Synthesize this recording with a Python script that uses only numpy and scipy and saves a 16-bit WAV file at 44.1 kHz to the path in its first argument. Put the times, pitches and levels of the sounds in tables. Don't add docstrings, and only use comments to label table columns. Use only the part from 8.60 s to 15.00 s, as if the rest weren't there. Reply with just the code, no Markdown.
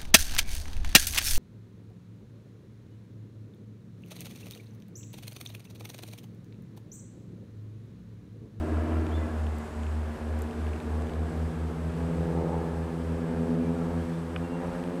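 import sys
import numpy as np
from scipy import signal
from scipy.fft import rfft, irfft
from scipy.io import wavfile

SR = 44100
rng = np.random.default_rng(int(sys.argv[2]) if len(sys.argv) > 2 else 0)


def wrap_up_sound(samples):
    columns = np.atleast_2d(samples).T
    tamed = np.clip(columns, -1, 1)
    steps = np.round(tamed * 32767).astype(np.int16)
    wavfile.write(sys.argv[1], SR, steps)


N = 282240
TIME = np.arange(N) / SR
EDGE_HZ = 15050

# frequency_hz, relative_level_db
FIELD_COLOUR = [(20, -42), (55, 5.5), (120, -2.5), (250, -2), (500, -5.5), (900, -4.5), (1450, -10.5),
                (1640, -12.5), (1900, -15), (4000, -25), (6200, -29.5), (9800, -31), (12000, -37.5),
                (15000, -41)]
BREEZE_DB, GUST_S, GUST_HALF_LENGTH_S, GUST_DB = -57, 5.27, .14, 8.5
# multiple_of_its_speed, level_db
FAR_ENGINE_LINES = [(1, -58), (2, -57), (3, -57), (4, -61.5), (5, -53.5), (6, -56), (7, -57.5)]
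CHORUS_HZ, CHORUS_DB, INSECT_WIDTH_HZ, INSECT_FADE_S = 8000, -75, 420, .1
# start_s, length_s, pitch_hz, level_db
INSECT_BOUTS = [(0, .22, 8000, -73), (.45, .95, 6950, -71.5), (0.904, .5, 8000, -72),
                (1.804, 1.3, 8000, -74), (1.85, 0.65, 7000, -77), (3.2, 3.2, 8000, -73)]
# time_s, pitch_hz, level_db
CHIRP_PATH = [(.49, 2820, -75), (.515, 3100, -58), (.54, 3420, -57), (.556, 3530, -51), (.575, 3500, -59),
              (.61, 3450, -71)]
# start_s, length_s, first_pitch_hz, last_pitch_hz, level_db
WHISTLES = [(.58, 0.084, 2040, 1980, -57), (.9, 0.14, 2030, 1990, -62.5), (4.637, 0.059, 2460, 3100, -62),
            (4.98, 0.14, 2450, 2290, -61), (5.139, 0.13, 1450, 1270, -53), (5.37, 0.09, 2900, 3600, -65),
            (5.51, .12, 3510, 3570, -65), (5.79, 0.263, 2785, 2730, -62)]
# start_s, relative_level_db
CRACKLES = [(0.467, -42.5), (0.84, -52), (0.8677, -42.5), (1.234, -46), (1.267, -44), (1.9103, -46),
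            (2.068, -44), (2.134, -42), (2.1616, -48), (2.202, -43), (2.422, -46.5), (2.47, -44.5),
            (2.496, -45), (2.536, -45.5), (6.239, -44), (6.2767, -45)]
# frequency_hz, relative_level_db
CRACKLE_COLOUR = [(1000, -26), (2000, 4), (2700, 9), (3600, -2.5), (4500, -14), (8000, -14), (14000, -39)]
# start_s, gain_db
TICKS = [(.985, -41), (1.7908, -42), (1.7964, -49), (1.8207, -33), (1.826, -50)]
# pitch_hz, relative_level_db, t60_s
TICK_MODES = [(7470, -2.5, 0.004), (9500, -6, 0.0046), (11900, -2, .002), (14000, -5, .002)]
# start_s, gain_db
CLACKS = [(5.762, -28)]
# pitch_hz, relative_level_db, t60_s
CLACK_MODES = [(1250, -1, .018), (1520, 2.5, 0.0088), (2480, 3.5, 0.01), (2680, -1, .009), (2900, 0, 0.011),
               (3560, -11, 0.0075)]
# time_s, spacing_hz
GROUND_COMB = [(0, 327), (.6, 345), (2.3, 377), (3.9, 430), (5.2, 420), (6.4, 482)]
# time_s, half_length_s, lift_db, centre_hz, half_width_octaves
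BAND_SWELLS = [(0.297, 0.5, 4.5, 1020, 2.7), (0.268, .4, 11.5, 315, 0.13), (.25, 0.44, 6.5, 155, 0.18),
               (1.3, 0.19, -10, 442, 0.54), (2.6, 0.47, 2.5, 80, .6), (2.6, 0.34, 3, 680, 0.86),
               (3.766, 0.3, 4.5, 164, 0.25), (3.884, 0.21, 6, 437, 0.64), (3.95, 0.25, 8.5, 920, 0.5),
               (4.723, 0.1, 6, 1400, 0.94), (4.974, 0.38, 6, 260, 1.43), (5.307, 0.17, 6, 416, .15),
               (5.6, .35, -6, 530, 0.28), (5.257, .15, 5.5, 800, 0.42), (5.6, 0.38, 7.5, 80.4, 0.99),
               (6.04, 0.21, 7.5, 920, 0.86), (6.4, 0.79, -8.5, 90, 0.61)]
# time_s, blade_rate_hz
LEADER_RATE = [(0, 75.6), (.4, 75.88), (1, 75.2), (1.6, 75.6), (2, 75.31), (2.8, 76.55), (3.55, 77.4),
               (4.4, 79.55), (5.6, 82.1), (6.4, 83.6)]
# time_s, blade_rate_hz
WINGMAN_RATE = [(0, 80.0), (.44, 81.27), (1.03, 76.76), (1.79, 78.53), (2.36, 79.1), (2.65, 81.26),
                (3.17, 81.34), (3.41, 83.31), (3.84, 83.68), (4.31, 82.45), (5.35, 85.32), (5.63, 83.4),
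                (5.98, 86.98), (6.4, 89.34)]
USUAL_MARGIN_HZ, THROTTLE_DB_PER_HZ = 4.34, 0.96
# before_db, after_db, fade_start_s, fade_end_s
LEADER_TONE = [(-37, -48.5, 4.6, 4.85), (-57, -42, 2.4, 3.6), (-46.5, -41, 5.2, 4.46),
               (-55.5, -53.5, 5, 4.9), (-48.5, -51.5, 3, 5.1)]
# before_db, after_db, fade_start_s, fade_end_s
WINGMAN_TONE = [(-31, -41.5, 1, 3.86), (-57.5, -37.5, 1.5, 2.86), (-43, -40.5, 1.2, 2.2),
                (-51.5, -45, 6, 3.48), (-53, -42.5, 3.4, 3.37)]
# frequency_hz, relative_level_db
OVERTONE_COLOUR = [(380, 9), (430, 3), (500, 5), (585, 1), (670, -7), (760, -7), (1200, -20), (2000, -30),
                   (3000, -40)]
# before_db, after_db, fade_start_s, fade_end_s
EXHAUST_LEVELS = [(-48, -80.5, 4.94, 5), (-48.5, -54.5, 0.54, 3), (-52.5, -56.5, 3.5, 2.5)]
# frequency_hz, relative_level_db
UNEVEN_FIRING_COLOUR = [(110, -9), (200, 6), (280, -24), (380, -3.5), (460, 1.5), (560, -0.5), (700, -5),
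                        (1000, -8)]
# frequency_hz, relative_level_db
GROWL_COLOUR = [(60, -29), (200, -10.5), (310, -3), (480, -10.5), (600, -17.5), (1000, -46), (4000, -59)]
# frequency_hz, relative_level_db
ROAR_COLOUR = [(100, -54), (400, -12), (560, 5), (720, 4.5), (920, 1.5), (1250, -2), (1600, -22),
               (2500, -45), (8000, -70)]
# frequency_hz, relative_level_db
RASP_COLOUR = [(200, -24), (600, -19), (1100, -3), (1300, 2.5), (1650, 0), (2000, -4.5), (2800, -11),
               (4000, -31), (8000, -52), (15000, -65)]
GROWL_HZ, ROAR_HZ, RASP_HZ = 347, 766, 1400


def amp(db):
    return np.exp(np.asarray(db) * (np.log(10) / 20))


def unit(x):
    return x / np.sqrt(np.mean(abs(x) ** 2) + 1e-20)


def bell(x, centre, half_width):
    return np.exp(-((x - centre) / half_width) ** 2)


def curves(rows):
    s, *columns = np.transpose(rows)
    return [np.interp(TIME, s, column) for column in columns]


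def fades(rows):
    return [np.interp(TIME, [start, end], [before, after]) for before, after, start, end in rows]


def gain_at(spectrum, hz):
    table_hz, db = np.transpose(spectrum)
    return amp(np.interp(np.log(hz + 1), np.log(table_hz), db))


def colour(x, spectrum):
    gains = gain_at(spectrum, np.fft.rfftfreq(len(x), 1 / SR))
    return unit(irfft(rfft(x) * gains, len(x)))


def hiss(hz, width_hz):
    band = bell(np.fft.rfftfreq(N, 1 / SR), hz, width_hz)
    return unit(irfft(rfft(rng.standard_normal(N)) * band, N))


def drift(rate_hz, size=2048):
    f = np.fft.fftfreq(size, N / SR / size)
    noise = rng.standard_normal(size) + 1j * rng.standard_normal(size)
    slow = np.fft.ifft(noise / (1 + (f / rate_hz) ** 2))
    return np.interp(TIME, np.linspace(0, N / SR, size), unit(slow))


def add(mix, s, sound):
    part = mix[round(s * SR):][:len(sound)]
    part += sound[:len(part)]


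def field(air_db=-44.0, sough_db=-61, sough_hz=1650, sough_waver_db=3):
    air = amp(air_db + 0.77 * drift(3.9).real) * colour(rng.standard_normal(N), FIELD_COLOUR)
    sough = amp(sough_db + sough_waver_db * drift(5.5).real) * hiss(sough_hz, 110)
    return air + sough


def far_engine(hz=87.64, waver_hz=0.4896):
    turns = np.cumsum(hz + waver_hz * drift(0.542).real) / SR
    hum = 0
    for k, db in FAR_ENGINE_LINES:
        fading = unit(1 + 1.84 * drift(1.9))
        hum = hum + amp(db) * (fading * np.exp(2j * np.pi * k * turns)).real
    return np.sqrt(2) * hum


def insects(shimmer_db=3.0):
    out = amp(CHORUS_DB) * hiss(CHORUS_HZ, INSECT_WIDTH_HZ)
    for s, length, hz, db in INSECT_BOUTS:
        to_edge = np.minimum(TIME - s, s + length - TIME)
        gate = np.clip(to_edge / INSECT_FADE_S + .5, 0, 1)
        out = out + gate * amp(db + shimmer_db * drift(25).real) * hiss(hz, INSECT_WIDTH_HZ)
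    return out


def birds(flicker_db=4, echo_db=-8, echo_t60=0.97):
    hz, db = curves(CHIRP_PATH)
    sounding = (TIME > CHIRP_PATH[0][0]) * (TIME < CHIRP_PATH[-1][0])
    calls = np.sqrt(2) * amp(db) * np.sin(2 * np.pi * np.cumsum(hz) / SR) * sounding
    for s, length, first_hz, last_hz, db in WHISTLES:
        n = round(length * SR)
        glide = np.linspace(first_hz, last_hz, n) * (1 + 0.0091 * drift(37).real[:n])
        level = amp(db + flicker_db * drift(20).real[:n]) * signal.windows.tukey(n, .6)
        add(calls, s, np.sqrt(2) * level * np.sin(2 * np.pi * np.cumsum(glide) / SR))
    tail = rng.standard_normal(SR) * np.exp(-np.log(1000) * TIME[:SR] / echo_t60)
    echo = signal.fftconvolve(calls, tail / np.linalg.norm(tail))[:N]
    return calls + amp(echo_db) * echo


def breeze():
    gust = GUST_DB * bell(TIME, GUST_S, GUST_HALF_LENGTH_S)
    return amp(BREEZE_DB + gust + 2 * drift(6).real) * hiss(51, 37)


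def crackles(level_db=-12, decay_s=0.0011, size=1024):
    out = np.zeros(N)
    for s, db in CRACKLES:
        burst = rng.standard_normal(size) * np.exp(-TIME[:size] / decay_s)
        add(out, s, amp(db + level_db) * colour(burst, CRACKLE_COLOUR))
    return out


def taps(rows, modes):
    t, out, ring = TIME[:SR // 10], np.zeros(N), 0
    for k, (hz, db, t60) in enumerate(modes):
        decay = np.exp(-np.log(1000) * t / t60)
        ring = ring + (-1) ** k * amp(db) * np.sin(2 * np.pi * hz * t) * decay
    for s, db in rows:
        add(out, s, amp(db) * ring)
    return out


def ground(x, reflection=0.35):
    delayed = TIME - 1 / curves(GROUND_COMB)[0]
    return (x + reflection * np.interp(delayed, TIME, x)) / np.sqrt(1 + reflection ** 2)


def swell(hz):
    t = TIME[::SR // 100]
    lift = 0
    for s, half_length, db, centre, octaves in BAND_SWELLS:
        lift = lift + db * bell(np.log2(hz / centre), 0, octaves) * bell(t, s, half_length)
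    return np.interp(TIME, t, lift)


def propeller(tone, passes, skew, imbalance, lag=2.98, waver=0.15, fading_rate_hz=2, count=26):
    *low_db, high_db = fades(tone)
    mean_hz = (passes[-1] - passes[0]) * SR / N
    blade = np.exp(2j * np.pi * passes)
    low, high, wave = 0, 0, 1
    for k, db in enumerate(low_db, 1):
        wave = wave * blade
        late = np.exp(-1j * lag * (k == 1))
        wavering = unit(1 + waver * (k - 1) * drift(2.3))
        low = low + amp(db + swell(k * mean_hz)) * late * wave * wavering
    colour_orders = np.arange(len(low_db) - 0.5, count)
    gains = gain_at(OVERTONE_COLOUR, colour_orders * mean_hz)
    for k, gain in zip(colour_orders, gains / np.linalg.norm(gains)):
        wave, height = wave * blade, k / len(low_db)
        flicker = unit(1 + (height - 1) * drift(fading_rate_hz * height))
        high = high + gain * amp(swell(k * mean_hz)) * flicker * wave
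    alternate = 1 + imbalance * np.cos(np.pi * passes)
    pulses = low + amp(high_db) * ground(high * alternate)
    return np.sqrt(2) * (pulses * np.exp(1j * skew)).real


def exhaust(passes, share_db, firing_db=-3.5, growl_db=-2.5, roar_db=-1, rasp_db=-3,
            puffiness=0.3, flutter_db=2, swell_share=1.68, lope=0.48, count=11):
    growl_level, roar_level, rasp_level = fades(EXHAUST_LEVELS)
    mean_hz = (passes[-1] - passes[0]) * SR / N
    orders = np.arange(1, count) + .5
    gains = gain_at(UNEVEN_FIRING_COLOUR, orders * mean_hz)
    lines = 0
    for k, gain in zip(orders, gains / np.linalg.norm(gains)):
        line = (unit(1 + 0.72 * drift(0.38)) * np.exp(2j * np.pi * k * passes)).real
        lines = lines - np.sqrt(2) * gain * amp(swell_share * swell(k * mean_hz)) * line
    puffs = np.exp(puffiness * np.cos(2 * np.pi * passes)) * amp(flutter_db * drift(28).real)

    def puffing(band, centre_hz):
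        return amp(swell_share * swell(centre_hz)) * colour(puffs * rng.standard_normal(N), band)

    growl = puffing(GROWL_COLOUR, GROWL_HZ)
    roar = puffing(ROAR_COLOUR, ROAR_HZ)
    rasp = puffing(RASP_COLOUR, RASP_HZ)
    cycle = 1 - lope * np.sin(np.pi * passes / 2)
    low = amp(growl_level) * cycle * (amp(firing_db) * lines + amp(growl_db) * growl)
    return amp(share_db) * (low + amp(roar_level + roar_db) * roar + amp(rasp_level + rasp_db) * rasp)


def planes():
    leader_hz, wingman_hz = curves(LEADER_RATE)[0], curves(WINGMAN_RATE)[0]
    leader_passes = np.cumsum(leader_hz) / SR
    wingman_passes = np.cumsum(wingman_hz) / SR + 0.1486
    throttle = amp(THROTTLE_DB_PER_HZ * (wingman_hz - leader_hz - USUAL_MARGIN_HZ))
    leader = propeller(LEADER_TONE, leader_passes, skew=-2.24, imbalance=0.13)
    leader = leader + ground(exhaust(leader_passes, share_db=-8.5))
    wingman = propeller(WINGMAN_TONE, wingman_passes, skew=-1.96, imbalance=0.097)
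    wingman = wingman + ground(exhaust(wingman_passes, share_db=-3.0))
    return leader + throttle * wingman


def scene():
    background = field() + far_engine() + insects() + birds()
    near = breeze() + crackles() + taps(TICKS, TICK_MODES) + taps(CLACKS, CLACK_MODES)
    return (background + near + planes())[None]


def record(dry):
    low_pass = signal.firwin(511, EDGE_HZ, window=("kaiser", 9), fs=SR)
    return signal.oaconvolve(dry, low_pass[None], "same")


dry = scene()
out = record(dry)
wrap_up_sound(out)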